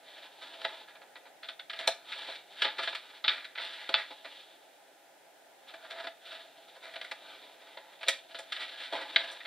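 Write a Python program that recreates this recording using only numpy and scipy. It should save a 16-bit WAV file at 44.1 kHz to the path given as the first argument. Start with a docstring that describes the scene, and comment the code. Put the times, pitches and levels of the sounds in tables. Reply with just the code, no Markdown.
"""Scissors cut a folded sheet of card above a craft table in a small quiet room.
Fibres tear in bursts of crackle, the blade tips snap shut, and the card scrapes by stick-slip.
Each break sounds the cut edge, a loose flap, the steel and the low, booming modes of the sheet.
The room answers with a short tail over faint air noise; a two-port microphone adds its hiss."""
import sys
import numpy as np
from scipy import signal
from scipy.fft import rfft, irfft, next_fast_len
from scipy.io import wavfile
from scipy.ndimage import uniform_filter1d

SR = 44100
rng = np.random.default_rng(int(sys.argv[2]) if len(sys.argv) > 2 else 0)


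def pcm_store(signal):
    """Save signal as 16-bit PCM."""
    levels = np.round(np.clip(np.atleast_2d(signal), -1, 1) * 32767)
    wavfile.write(sys.argv[1], SR, levels.astype(np.int16).T)


N = 417186


def undb(db):
    """Gain of a dB value."""
    return 10 ** (np.asarray(db) / 20)


def unit(x):
    """Scale to rms 1."""
    return x / np.sqrt(np.mean(x ** 2))


def colour(x, points):
    """Minimum-phase EQ along a (Hz, dB) curve, with unit power gain."""
    size = 4096
    hz, db = np.transpose(points)
    curve_db = np.interp(np.log(np.arange(size // 2 + 1) * SR / size + 1), np.log(hz), db)
    cepstrum = irfft(curve_db * np.log(10) / 20)
    cepstrum[1:size // 2] *= 2
    cepstrum[size // 2 + 1:] = 0
    impulse = irfft(np.exp(rfft(cepstrum)))[:size // 2]
    return signal.fftconvolve(x, impulse / np.sqrt(np.sum(impulse ** 2)))[:len(x)]


def drift(rate_hz):
    """Random modulator: sample and hold, slewed twice, rms 1."""
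    hold = int(SR / rate_hz)
    steps = np.repeat(rng.standard_normal(N // hold + 1), hold)
    return unit(uniform_filter1d(uniform_filter1d(steps, hold), hold)[:N])


def air():
    """Room tone: faint air noise whose level wanders slightly."""
    # air noise spectrum (frequency [Hz], relative level [dB])
    air_eq = [(60, -17), (100, -4.5), (190, -4.5), (290, -3), (480, -2), (570, 0.5), (820, 4.5),
              (1000, -15), (1500, -4), (2800, -10.5), (3600, -10), (5500, -24.5), (9000, -32)]
    return colour(rng.standard_normal(N), air_eq) * undb(-61 + drift(2.5))


def room(x):
    """Small-room reverb: a noise tail that builds over a few ms and fades octave by octave."""
    # room decay (frequency [Hz], time to fall 60 dB [s])
    decay = [(250, 0.17), (700, 0.23), (2000, 0.27), (4000, 0.24), (9000, 0.22)]
    hz, t60 = np.transpose(decay)
    t = np.arange(SR // 2) / SR
    tail = 0
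    for centre in 180 * 2 ** np.arange(7):
        octave = [centre / np.sqrt(2), min(centre * np.sqrt(2), .45 * SR)]
        bandpass = signal.butter(2, octave, "band", fs=SR, output="sos")
        band_t60 = np.interp(np.log(centre), np.log(hz), t60)
        tail = tail + signal.sosfilt(bandpass, rng.standard_normal(len(t))) * undb(-60 * t / band_t60)
    tail = tail * (1 - np.exp(-t / 0.0013))
    return signal.fftconvolve(x, tail / np.sqrt(np.sum(tail ** 2)))[:N]


def table_bounce(x):
    """The reflection off the table cancels narrow bands of the sound."""
    # cancelled bands (centre [Hz], width [Hz])
    notches = [(222, 22), (1100, 125)]
    for hz, width in notches:
        x = signal.lfilter(*signal.iirnotch(hz, hz / width, fs=SR), x)
    return x


def ports(x):
    """The two close ports hear one wave with a level and phase offset per frequency."""
    # balance of the ports (frequency [Hz], left minus right [dB])
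    balance = [(200, -.6), (2400, -1.1), (4200, 1.0), (6000, .2)]
    # phase between the ports (frequency [Hz], lead of the left [rad])
    lead = [(2600, 0), (3900, .5), (5500, 0), (6600, 2.6), (7700, 0)]
    size = next_fast_len(N)
    hz = np.arange(size // 2 + 1) * SR / size
    left = undb(np.interp(hz, *np.transpose(balance)) / 2)
    left = left * np.exp(.5j * np.interp(hz, *np.transpose(lead)))
    return irfft(rfft(x, size) * np.array([left, 1 / left]), size)[:, :N]


def cutting():
    """Gate: 1 while the blades bite the sheet, else 0."""
    # slow cuts (start [s], end [s])
    cuts = [(1.4, 2.0), (5.67, 7.1), (7.949, 8.7)]
    t = np.arange(N) / SR
    return sum((t > start) & (t < end) for start, end in cuts)


def panel(x, modes, bend_db, held_row, clamp_db):
    """Card resonances: bending shifts their levels; clamping blades lift one and duck the rest."""
    rung = 0
    for row, (hz, width, db) in enumerate(modes):
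        held_db = (clamp_db if row == held_row else -clamp_db) * cutting()
        drive = x * undb(db + held_db + bend_db * drift(9))
        resonator = signal.iirpeak(hz, hz / width, fs=SR)
        rung = rung + signal.lfilter(*resonator, drive) * np.sqrt(SR / width / np.pi)
    rung = rung / np.sqrt(np.sum(undb(np.transpose(modes)[2]) ** 2))
    band_hz = [1.027 * modes[0][0], 1.12 * modes[-1][0]]  # the card radiates little outside its modes
    return signal.sosfilt(signal.butter(2, band_hz, "band", fs=SR, output="sos"), rung)


def card(edge, flap, boom, steel, grains):
    """One stream of breaks, under four envelopes, sounds the cut edge, flap, whole sheet and steel."""
    # modes of the loose flap beside the cut (frequency [Hz], width [Hz], relative level [dB])
    flap_modes = [(1309, 160, -5.5), (1507, 137, -9.5), (1698, 119, -6.5), (1976, 240, -5.5),
                  (2372, 377, -1.5)]
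    # low modes of the whole sheet (frequency [Hz], width [Hz], relative level [dB])
    sheet_modes = [(300, 60, -6), (410, 70, -8), (555, 55, -5), (665, 44, -2.5), (860, 55, -1),
                   (950, 60, -7)]
    # rasp of the cut edge (frequency [Hz], relative level [dB])
    tear_eq = [(1500, -46.5), (2400, 1.5), (3000, 3), (3650, 6), (4000, 1.5), (4500, -5.5), (5700, -31),
               (7500, -50.5), (12000, -71)]
    # sheen of the blades (frequency [Hz], relative level [dB])
    blade_eq = [(3000, -12.5), (5500, 5), (9000, 0), (12000, -11), (15000, -22)]
    flap_ring = panel(flap * grains, flap_modes, bend_db=3.2, held_row=1, clamp_db=2.)
    sheet_boom = panel(boom * grains, sheet_modes, bend_db=1.8, held_row=3, clamp_db=3.5)
    return colour(edge * grains, tear_eq) + flap_ring + sheet_boom + colour(steel * grains, blade_eq)


def crackle(per_second, spread_db):
    """Fibres break at random moments; spread makes a few much louder than the rest."""
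    breaks = (rng.random(N) < per_second / SR) * rng.standard_normal(N)
    return unit(breaks * undb(spread_db * rng.exponential(size=N)))


def slide_envelopes():
    """Card slides on blades, fingers and table: edge, flap and boom each swell, hold and fade."""
    # slides (time at full strength [s], hold [s], swell [s], fade [s], edge level [dB],
    # flap [dB re edge], sheet boom [dB re edge])
    slides = [(0.088, 0.15, 0.12, .2, -54, -2, -8), (0.454, 0.36, 0.25, 0.066, -52, -4, -5.5),
              (0.706, 0.016, 0.2, 0.075, -55, -1, 4.5), (1.833, .01, .15, 0.27, -54, 6, -4),
              (2.097, .25, 0.1, 0.13, -45.5, -4.5, -11.5), (2.644, 0.0093, 0.17, .1, -39.5, -5.5, -16),
              (2.833, .01, .11, 0.25, -38.5, -2, -13), (3.105, .07, .3, .1, -55.5, -4, -8),
              (3.307, .01, .03, 0.21, -40.5, 2.5, -9), (3.612, 0.011, .045, 1, -43.5, -5, -12),
              (3.973, .01, 0.092, 0.12, -41, 5.5, -8), (4.36, 0.013, 0.23, 0.23, -50.5, -7, -10),
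              (5.692, .01, .06, .2, -56, -0.5, -5.5), (5.965, .08, 0.39, 0.046, -50, -1, -0.5),
              (6.26, 0.1, 0.089, 0.19, -48.5, -3.5, -10), (6.597, 0.16, 0.9, 0.37, -62.5, -4.5, -7),
              (6.88, 0.19, .2, .2, -59, -0.5, -4), (7.286, 0.025, 0.29, 0.8, -51, -2.5, -6.5),
              (7.655, .01, 0.098, 0.5, -57.5, -1.5, -9), (8.118, .01, 0.27, 0.15, -48.5, -11, -4),
              (8.38, 0.063, 0.22, 0.18, -56.5, -2, -10), (8.593, .01, 0.13, 0.18, -37, -3.5, -12),
              (8.8, 0.016, 0.12, 0.33, -43, -5, -14), (8.97, 0.0086, 0.087, 0.23, -40.5, -1, -2),
              (9.18, 0.065, 0.27, 0.31, -42, -4.5, -8)]
    ramp_db, hum_db = 24.5, -67  # change over one swell or fade time; hum of the sheet in the hand
    t = np.arange(N) / SR
    power = np.zeros((3, N))
    power[2] = undb(hum_db) ** 2
    for time, hold, swell, fade, edge_db, flap_db, boom_db in slides:
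        ramps_away = np.clip(np.maximum((time - t) / swell, (t - time - hold) / fade), 0, 10)
        power += undb(edge_db - ramp_db * ramps_away + np.array([[0], [flap_db], [boom_db]])) ** 2
    return np.sqrt(power)


def scrape():
    """Dense stick-slip of card; the grip catches and lets go tens of times a second."""
    edge, flap, boom = slide_envelopes()
    # a biting blade jerks more than a sliding sheet
    grip_db = (1.3 + 1.5 * cutting()) * drift(60) + 1.2 * drift(90)
    edge, flap, boom = edge * undb(grip_db), flap * undb(grip_db), boom * undb(0.64 * grip_db)
    return card(edge, flap, boom, edge * undb(-22), crackle(12000, spread_db=0.0))


def snaps():
    """Scissor snaps as bursts of crackle: the harder, the sharper the attack and the less flap."""
    # snips, snaps and taps (time [s], edge level [dB], sheet boom [dB re edge], blade [dB re edge],
    # time to fall 60 dB [ms])
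    hits = [(0.413, -47.5, -7, -18, 150), (0.615, -44, -7, -22, 22), (0.642, -40, -5, -28, 50),
            (0.648, -31, -5.5, -27, 53), (0.876, -55, -8, -28, 160), (0.948, -57, -2, -26, 80),
            (1.013, -56.5, 0.5, -28, 73), (1.154, -49.5, -1.5, -33, 72), (1.249, -58.5, 4.5, -28, 115),
            (1.427, -45.5, -17, -27, 160), (1.485, -38, -12, -26, 77), (1.592, -42.5, -15, -29, 58),
            (1.696, -35, -18, -28, 77), (1.731, -40.5, -12, -26, 62), (1.758, -47, -21, -21, 110),
            (1.788, -38.5, -6, -20, 160), (1.873, -18.5, -0.5, -11, 48), (2.119, -37.5, -21, -25, 91),
            (2.28, -56, 11.5, -18, 74), (2.618, -22, -16.5, -26.5, 107), (2.643, -33.5, -5, -48, 256),
            (2.782, -31.5, -5.5, -25.5, 105), (2.873, -30, -11, -43, 69), (2.926, -44, -6, -32, 69),
            (2.949, -33.5, -17.5, -19, 50), (3.24, -27, -18.5, -55, 96), (3.278, -20, -23, -56, 97),
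            (3.443, -40.5, -24, -23, 56), (3.552, -42.5, -17, -33, 60), (3.575, -38.5, -12, -33, 200),
            (3.89, -31, 1.5, -21.5, 53), (3.94, -15.5, -18.5, -50, 49), (4.104, -47.5, 1, -24, 95),
            (4.244, -45, -4, -24, 110), (5.737, -48, 2, -18, 33), (5.904, -43, -16, -19, 73),
            (6.038, -44.5, 1, -22, 64), (6.068, -39.5, -4, -25, 57), (6.759, -55.5, 4.5, -16, 70),
            (6.825, -50.5, -3.5, -19, 710), (6.935, -49, -15, -22, 50), (6.956, -42, -7, -26, 47),
            (7.012, -37.5, -10, -23.5, 51), (7.04, -50, -8, -17, 98), (7.112, -32, -8, -19, 50),
            (7.77, -45, 1, -32, 47), (8.008, -47.5, -6, -28, 69), (8.029, -33.5, -6, -24, 45),
            (8.074, -35.5, -7, -25, 60), (8.083, -18.5, -16.5, -11, 63), (8.29, -57.5, -10, -20, 80),
            (8.344, -40, -6.5, -25, 105), (8.386, -43.5, -3, -8.5, 83), (8.52, -30.5, -23, -21.5, 70),
            (8.562, -38, -20, -24, 60), (8.922, -39.5, 4, -22, 180), (9.16, -14, -19.5, -60.5, 40),
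            (9.309, -57, 4, 0.5, 99), (9.403, -47, -15, -32, 51), (9.449, -42, -7, -31, 84)]
    soft_db, soft_attack_ms, attack_halving_db = -46, 5.4, 9
    envelopes = np.zeros((4, N))
    for time, edge_db, boom_db, blade_db, t60_ms in hits:
        start = int(time * SR)
        ms = np.arange(min(SR // 4, N - start)) * 1000 / SR
        hardness_db = edge_db - soft_db
        attack_ms = soft_attack_ms * .5 ** (hardness_db / attack_halving_db)
        flap_db = 1 - 0.1754 * hardness_db
        shape = (1 - np.exp(-ms / attack_ms)) * undb(-60 * ms / t60_ms)
        gains = undb(edge_db + np.array([[0], [flap_db], [boom_db], [blade_db]]))
        envelopes[:, start:start + len(ms)] += shape / shape.max() * gains
    return card(*envelopes, crackle(8000, spread_db=2.0))


def scene():
    """Scissors and card up close, with room tail and air, mixed mid/side to stereo."""
    close = snaps() + scrape()
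    air_mid, air_side = air(), air()
    mid = table_bounce(close + undb(-10) * room(close) + air_mid)
    wide = room(close)
    treble = signal.sosfilt(signal.butter(2, 5500, "high", fs=SR, output="sos"), wide)
    wide = wide + undb(11.5) * treble  # the ports differ more for short waves
    side = undb(-22.5) * wide + undb(-4.5) * air_side
    return ports(mid) + side * np.array([[1], [-1]])


def record(dry):
    """The capsule drops the bass, each channel adds its own hiss, the top is cut steeply."""
    # microphone hiss (frequency [Hz], relative level [dB])
    hiss_eq = [(60, -60), (300, -22), (1500, -12), (5000, 0), (10000, -1), (15000, -6)]
    low_cut_hz, top_hz, hiss_db = 294, 15600, -67.5
    hiss = np.array([colour(rng.standard_normal(N), hiss_eq) for _ in range(2)]) * undb(hiss_db)
    thin = signal.sosfilt(signal.butter(2, low_cut_hz, "high", fs=SR, output="sos"), dry)
    return signal.sosfilt(signal.ellip(10, .2, 60, top_hz, fs=SR, output="sos"), thin + hiss)


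dry = scene()
out = record(dry)
pcm_store(out)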